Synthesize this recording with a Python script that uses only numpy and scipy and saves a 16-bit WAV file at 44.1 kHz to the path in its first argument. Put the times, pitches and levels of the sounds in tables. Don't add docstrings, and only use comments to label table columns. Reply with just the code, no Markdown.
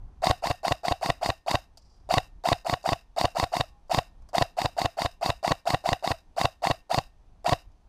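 import sys
import numpy as np
from scipy import signal
from scipy.fft import rfft, irfft, next_fast_len
from scipy.io import wavfile
from scipy.ndimage import uniform_filter1d, map_coordinates

SR = 44100
rng = np.random.default_rng(int(sys.argv[2]) if len(sys.argv) > 2 else 0)


def master_out(mix):
    frames = np.transpose(np.atleast_2d(mix))
    ceiling = np.clip(frames, -1, 1)
    pcm = np.round(ceiling * 32767).astype(np.int16)
    wavfile.write(sys.argv[1], SR, pcm)


def voltage_ratio(decibels):
    exponent = np.asarray(decibels, float) / 20
    return 10 ** exponent


N = 347508
BEFORE, SPAN, BUSY = 2400, 15000, 6000


def filtered(x, response):
    m = next_fast_len(x.shape[-1] + 8192)
    return irfft(rfft(x, m) * response(np.fft.rfftfreq(m, 1 / SR)), m)[..., :x.shape[-1]]


def resonant(x, modes):
    def response(f):
        return sum(voltage_ratio(db) * 1j * f * width / (hz * hz - f * f + 1j * f * width) for hz, width, db in modes)
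    return filtered(x, response)


def crest(x):
    return x / np.sqrt(2 * uniform_filter1d(np.mean(x ** 2, 0), size=66).max())


def wobble(rate, shape):
    knots = rng.standard_normal((shape[0], int(shape[1] * rate / SR) + 4))
    place = np.arange(shape[1]) * rate / SR
    return np.array([map_coordinates(row, [place]) for row in knots])


def rush(spectrum):
    hz, db = np.transpose(spectrum)
    x = filtered(rng.standard_normal(N), lambda f: voltage_ratio(np.interp(np.log(f + 1), np.log(hz + 1), db)))
    return x / x.std()


# t/s, level/dB
GUSTS = [(0, -44.5), (.2, -48), (.6, -57), (1.4, -54), (2.4, -50.5), (3.1, -57), (4.3, -55.5), (6.3, -58),
         (7.1, -60), (7.4, -53.5), (7.88, -56)]
# f/Hz, level/dB per Hz
BUFFET = [(8.8, -31), (15, 0.5), (38, 0.5), (77, -9), (114, -17), (252, -32.5), (300, -31.5), (390, -62.5),
          (660, -120)]
# f/Hz, level/dB per Hz
FIELD = [(88, -32), (150, -5.5), (504, -15.5), (616, -14), (761, -11), (887, -13), (2500, -37.5),
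         (3250, -71.5), (5500, -120)]
# f/Hz, level/dB per Hz
LEAVES = [(880, -36.5), (1500, -6), (2220, -6), (2380, -4), (5780, -8), (6250, -6), (6640, -12.5),
          (12000, -16.5), (15600, -42), (22000, -120)]
CALM_DB, FIELD_DB, FIELD_GROWS, LEAVES_DB = -54, -68.5, 0.5, -80


def wind():
    strength_db = np.interp(np.arange(N) / SR, *np.transpose(GUSTS))
    gust, lump = wobble(5.1, (1, N))[0], wobble(21, (1, N))[0]
    buffet = voltage_ratio(strength_db + 2 * gust + 2.9 * lump) * rush(BUFFET)
    field_db = FIELD_DB + FIELD_GROWS * (strength_db - CALM_DB)
    field = voltage_ratio(field_db + 1.6 * gust) * rush(FIELD)
    leaves = voltage_ratio(LEAVES_DB + 0.52 * gust) * rush(LEAVES)
    return buffet + field + leaves


def wall(x):
    t = np.arange(SR // 4) / SR
    decay = rng.standard_normal(len(t)) * voltage_ratio(-60 * t / 0.25)
    tail = filtered(decay, lambda f: f / (f + 400) / (1 + f / 6000))
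    return signal.fftconvolve(np.pad(x, (300, 0)), tail / np.linalg.norm(tail))[:N]


# from t/s, to t/s, from f/Hz, to f/Hz, level/dB
SPRING = [
    (3.7, 3.83, 830, 810, -64),
    (3.66, 3.8, 1140, 1040, -70),
]


def spring():
    t, out = np.arange(N) / SR, 0
    for start, stop, from_hz, to_hz, db in SPRING:
        u = np.clip((t - start) / (stop - start), 0, 1)
        phase = 2 * np.pi * np.cumsum(from_hz + (to_hz - from_hz) * u) / SR
        out = out + voltage_ratio(db) * np.sin(np.pi * u) * np.sin(phase)
    return out


# f/Hz, width/Hz, level/dB
CLOTH = [(4900, 300, 2.5), (5500, 600, -3), (7100, 900, -15.5)]
DRAG_S, DRAG_RISE_S, DRAG_HOLD_S, DRAG_DB, DRAG_FALL_DB_PER_S = 1.77, .03, 0.11, -72, 78


def rustle():
    u = np.arange(N) / SR - DRAG_S
    fall = voltage_ratio(-DRAG_FALL_DB_PER_S * np.clip(u - DRAG_RISE_S - DRAG_HOLD_S, 0, N))
    stroke = np.clip(u / DRAG_RISE_S, 0, 1) * fall
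    level = stroke * voltage_ratio(DRAG_DB + 3 * wobble(150, (1, N))[0])
    scrape = resonant(resonant(rng.standard_normal(N), CLOTH), [(5300, 3000, 0)])
    return level * scrape / scrape.std()


# t/s, level/dB, knock level/dB, t60/s
TICKS = [
    (1.7729, -40, -14.5, 0.0495),
    (1.9639, -67, -8, 0.04),
    (2.2764, -64, -14, 0.04),
    (2.8294, -46, -16, 0.04),
    (3.8821, -60.5, -11.5, 0.0421),
    (4.2213, -64, 2, 0.04),
    (4.2887, -48, -5, 0.053),
    (7.6294, -71.5, -23.5, 0.058),
    (7.7184, -66, -10.5, 0.04),
]
# f/Hz, width/Hz, level/dB
TRIGGER = [(3000, 740, -2), (4800, 670, 9.5), (5600, 480, 0.5), (6950, 330, -7), (8600, 970, -21.5)]
# f/Hz, width/Hz, level/dB
GRIP = [(717, 140, -4), (1094, 240, -11.5)]


def trigger():
    bright, dull, t = np.zeros(N + SR), np.zeros(N + SR), np.arange(SR // 8) / SR
    for s, db, knock_db, t60 in TICKS:
        burst = voltage_ratio(-60 * t / np.clip(t60, .005, .2)) * rng.standard_normal(len(t))
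        bright[round(s * SR):][:len(t)] += voltage_ratio(db - 5) * burst
        dull[round(s * SR):][:len(t)] += voltage_ratio(db + knock_db + 23.0) * burst
    return (resonant(bright, TRIGGER) + resonant(dull, GRIP))[:N]


# f/Hz, level/dB, t60/s
BARREL = [(820, -66, .35), (1090, -66, .3), (1830, -64, .9), (2350, -72, .5)]


def barrel(clock):
    u = np.clip(clock - .041, 0, 1)
    fade = np.sin(np.linspace(np.pi / 2, np.pi, SPAN))
    ring = 0
    for hz, db, t60 in BARREL:
        strength_db = db + 3.3 * rng.standard_normal((len(u), 1))
        ring = ring + voltage_ratio(strength_db - 60 * u / t60) * np.sin(2 * np.pi * hz * u)
    return fade * ring


# from t/s, to t/s, crest t/s (all from pick-up), f/Hz
RECOIL = (.0265, .0475, .0357, 112)
SWAY_HZ, SWAY_DB, SWAY_T60 = 92, -25, 0.079


def recoil(clock, db, sag):
    start, stop, top, hz = RECOIL
    window = np.sin(np.pi * np.clip((clock - start) / (stop - start), 0, 1)) ** 1.5
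    pace = hz * (1 + 0.17 * rng.standard_normal((len(clock), 1)))
    phase = 2 * np.pi * pace * (clock - top)
    rocking = np.cos(phase) + 0.17 * np.cos(2 * phase) + sag
    after = np.clip(clock - stop, 0, 1)
    sway = voltage_ratio(SWAY_DB - 60 * after / SWAY_T60) * np.sin(2 * np.pi * SWAY_HZ * after)
    return voltage_ratio(db) * window * rocking + sway


START_S, SPIN_UP_S, SPIN_SHAPE, FULL_HZ = -.055, .025, 1.3, 1125
BRAKE_S, BITE_S, KEEPS, COAST_S = .046, .003, .74, .13


def tooth_rate(clock):
    run, after = np.clip(clock - START_S, 1e-4, 1), np.clip(clock - BRAKE_S, 0, 1)
    braked = (KEEPS + (1 - KEEPS) * np.exp(-after / BITE_S)) * np.exp(-after / COAST_S)
    return FULL_HZ * (1 - np.exp(-(run / SPIN_UP_S) ** SPIN_SHAPE)) * braked


MESH_HZ, MESH_POWER, MESH_DB = 780, 1.7, -4.5
JOLT_DB, JOLT_S, FREE_DB, FREE_DB_PER_S = 6.5, 0.005, -15, 289
SETTLE_S, SETTLE_DB, SETTLE_WIDE_S = 0.12, 6, 0.032


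def mesh_db(clock, rate):
    loaded = MESH_DB + 20 * MESH_POWER * np.log10(np.clip(rate / MESH_HZ, .01, 1))
    loaded = loaded + JOLT_DB * np.exp(-(clock / JOLT_S) ** 2)
    settling = SETTLE_DB * np.exp(-((clock - SETTLE_S) / SETTLE_WIDE_S) ** 2)
    return np.where(clock < BRAKE_S, loaded, FREE_DB - FREE_DB_PER_S * (clock - BRAKE_S) + settling)


# t/s from pick-up, whine level/dB
EFFORT = [
    (-.05, -17.5),
    (-.044, -19.5),
    (-.03, 9.5),
    (-.0245, -13.5),
    (-.021, 5),
    (0, -11),
    (0.043, -8),
    (0.052, -15.5),
    (.077, -21.5),
]
STALL_DB_PER_S = 3999.5
# multiple of tooth rate, level/dB
TEETH = [(2, -10), (3, -10), (4, -4), (6, -13.5)]
# f/Hz, width/Hz, level/dB under grind, level/dB under pick-up, level/dB under slam
RECEIVER = [(174.4, 90, -26, 3.5, -5), (330, 130, -18.5, -3.5, -7.5), (523, 92.96, -10.5, -9, -11.5),
            (742, 101, 15, 9.5, 8), (940, 150, 2.5, 0, -1), (1424, 330, -20, -17.5, -7),
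            (1892, 314, -15, -0.5, -4), (2040, 97, -20, -5.5, -16), (2691, 265.5, 1.5, -22, 1.5),
            (3765, 226, -3.5, 7.5, 6.5), (4337, 150, 3.5, 5.5, -10), (4662, 170, 7.5, -6, -12),
            (4900, 140, -11.5, -17.5, -22), (6400, 420, -16, -13.5, -19.5), (7000, 1200, -24.5, -14, -31),
            (8650, 130, -34.5, -28.5, -32), (12100, 2400, -23.5, -27.5, -27),
            (13500, 1500, -30.5, -27.5, -31.5)]
# f/Hz, width/Hz, level/dB
COAST = [(740, 250, -4.5), (1180, 220, 1), (1550, 300, 1), (2100, 190, -4.5), (2700, 140, 10),
         (3790, 150, 7), (4880, 350, 5), (6450, 800, -17), (8520, 1500, -15.5), (11800, 1800, -14.5)]


def motor(clock, jitter, gate, grind_db, knock_db, sing_db):
    s, whine = np.transpose(EFFORT)
    on = clock > s[0] - .001
    loaded = clock < BRAKE_S
    rate = tooth_rate(clock) * (1 + jitter * np.where(loaded, 1, 4.5) * wobble(150, clock.shape))
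    phase = 2 * np.pi * (np.cumsum(rate, 1) / SR + rng.random((len(clock), 1)))

    load_db = np.interp(clock, s, whine) - STALL_DB_PER_S * np.clip(clock - s[-1], 0, .01)
    load = voltage_ratio(load_db + np.where(clock < -.02, 1, 4) * wobble(200, clock.shape)) * on
    overtones = 0
    for k, db in TEETH:
        level = voltage_ratio(db + 1.9 * wobble(120, clock.shape))
        shake = .9 * np.clip(1 - rate / FULL_HZ, 0, 1) * wobble(900, clock.shape)
        overtones = overtones + level * np.sin(k * (phase + shake))
    overtones = load * overtones

    starting = np.interp(clock, [-.0515, -.051, -.04, -.034], [0, 1, 1, 0])
    knocks = starting * np.exp(8 * np.cos(2 * phase))
    low = crest(resonant(load * np.sin(phase) + overtones, GRIP))
    low += voltage_ratio(knock_db) * crest(resonant(resonant(knocks, GRIP[:1]), [(680, 740, 0)]))
    singing = voltage_ratio(sing_db) * overtones * (rate / 1100) ** 5

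    lumps = voltage_ratio(mesh_db(clock, rate) + 2.0 * wobble(250, clock.shape)) * on
    noise = lumps * (1 + gate * np.cos(phase)) * rng.standard_normal(clock.shape)
    grinding = resonant(noise * loaded, [(f, w, db) for f, w, db, _, _ in RECEIVER])
    grinding = grinding + resonant(noise * ~loaded, COAST)
    return low + singing + voltage_ratio(grind_db) * crest(grinding)


def blows(clock, table, modes, scatter_db, firm, yields):
    force, clock = 0, clock[:, :BUSY]
    for s, db, rise, t60, tilt_db in table:
        u = clock - s
        shape = voltage_ratio(np.where(u < 0, 9 * u / rise, -60 * u / t60))
        push = firm * voltage_ratio(yields * db) * np.exp(-(u / .00008) ** 2)
        burst = shape * rng.standard_normal(clock.shape) - push
        size = voltage_ratio(db + scatter_db * rng.standard_normal((len(clock), 1)))
        force = force + size * filtered(burst, lambda f: voltage_ratio(tilt_db * np.log2(np.clip(f, 600, 9000) / 1000)))
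    soft = filtered(force, lambda f: 1 / (1 + 1j * f / 6000) ** 2)
    return np.pad(crest(resonant(soft, modes)), ((0, 0), (0, SPAN - BUSY)))


# piston pick-up t/s, level/dB, release t/s after pick-up
SHOTS = [(0.27, -13, .0307), (0.4716, -16.5, .0308), (0.6813, -16, .0302), (0.8829, -17, .0298),
         (1.061, -16.5, .031), (1.261, -16.5, .0308), (1.5133, -15.5, .0304), (2.1401, -14, .031),
         (2.4879, -14, .0309), (2.6972, -16.5, .0311), (2.8906, -16, .0313), (3.213, -15, .0311),
         (3.399, -16, .0305), (3.5683, -16.5, .0307), (3.9465, -14.5, .0311), (4.382, -14.5, .0313),
         (4.6176, -16, .03), (4.817, -16, .031), (5.0196, -17, .0306), (5.261, -16, .031),
         (5.4785, -15, .0305), (5.7051, -15, .0306), (5.8901, -16, .0309), (6.076, -16.5, .0313),
         (6.4139, -15, .0308), (6.671, -15.5, .0313), (6.945, -15.5, .0316), (7.4941, -14, .028)]


def cycle_clock():
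    t = (np.arange(SPAN) - BEFORE) / SR
    return np.array([np.interp(t, [-1, 0, lag, 1 + lag], [-1.012, 0, .031, 1.031]) for _, _, lag in SHOTS])


# t/s from pick-up, level/dB, rise/s, t60/s, brightness/dB per octave
CONTACTS = [
    (-.0502, -34, 0.00027, .008, 7.5),
    (-.0252, -19.5, 0.002, 0.02, 7),
    (-.0125, -6, 0.0004, 0.0073, -2),
    (-.0048, -15, .0004, .006, 2),
    (0, 2.5, .0002, 0.0065, -0.5),
    (.0035, -7.5, .0004, .008, -3),
]
# t/s from pick-up, level/dB, rise/s, t60/s, brightness/dB per octave
STROKE = [
    (.0265, -16.5, .0006, 0.012, -3),
    (.0303, -3.5, .0005, .005, -11),
    (.0335, -4.5, .0005, 0.012, -7),
    (.0375, -11, 0.0013, .01, 0.5),
    (.0405, 3.5, 0.00078, 0.0064, -1.1),
    (.0422, 0, .0004, 0.0064, 1),
    (.0442, -5, 0.00061, .008, -6.5),
]
PICK_DB, PICK_GROWS, SLAM_DB, SLAM_GROWS = 4, 1.6, 4, 1.6


def rifle():
    clock, out = cycle_clock(), np.zeros(N + SPAN)
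    whine_db = np.array(SHOTS)[:, 1:2]
    usual_db = whine_db.mean()
    swing_db = whine_db - usual_db
    pick_db = usual_db + PICK_DB + PICK_GROWS * swing_db
    slam_db = usual_db + SLAM_DB + SLAM_GROWS * swing_db
    pick_modes = [(f, w, db) for f, w, _, db, _ in RECEIVER]
    slam_modes = [(f, w, db) for f, w, _, _, db in RECEIVER]
    shots = voltage_ratio(whine_db) * motor(clock, jitter=.015, gate=0.49, grind_db=-10.0, knock_db=-13.5, sing_db=-20.0)
    shots += voltage_ratio(pick_db) * blows(clock, CONTACTS, pick_modes, scatter_db=1.93, firm=5, yields=.5)
    stroke = blows(clock, STROKE, slam_modes, scatter_db=2.5, firm=3.2, yields=0.15)
    shots += voltage_ratio(slam_db) * (stroke + recoil(clock, db=-10.0, sag=0.25)) + barrel(clock)
    for row, shot in zip(SHOTS, shots):
        out[round(row[0] * SR) - BEFORE:][:SPAN] += shot
    return out[:N]


def scene():
    close = rifle() + trigger() + spring() + rustle()
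    return (close + voltage_ratio(-31.5) * wall(close) + wind())[None]


def roll_off(x):
    return signal.sosfilt(signal.butter(12, 16440, fs=SR, output="sos"), x)


MIC_HZ, MIC_DB, TOP_HZ = 9000, -6.5, 15700


def record(dry):
    soft = dry / (1 + np.abs(dry / .29) ** 6) ** (1 / 6)

    def housing(f):
        dulling_db = MIC_DB * np.log2(np.clip(f / MIC_HZ, 1, 2))
        return voltage_ratio(dulling_db - np.clip(f - TOP_HZ + 500, 0, 2000) / 18)

    mix = filtered(soft, housing)
    return roll_off(mix)


dry = scene()
out = record(dry)
master_out(out)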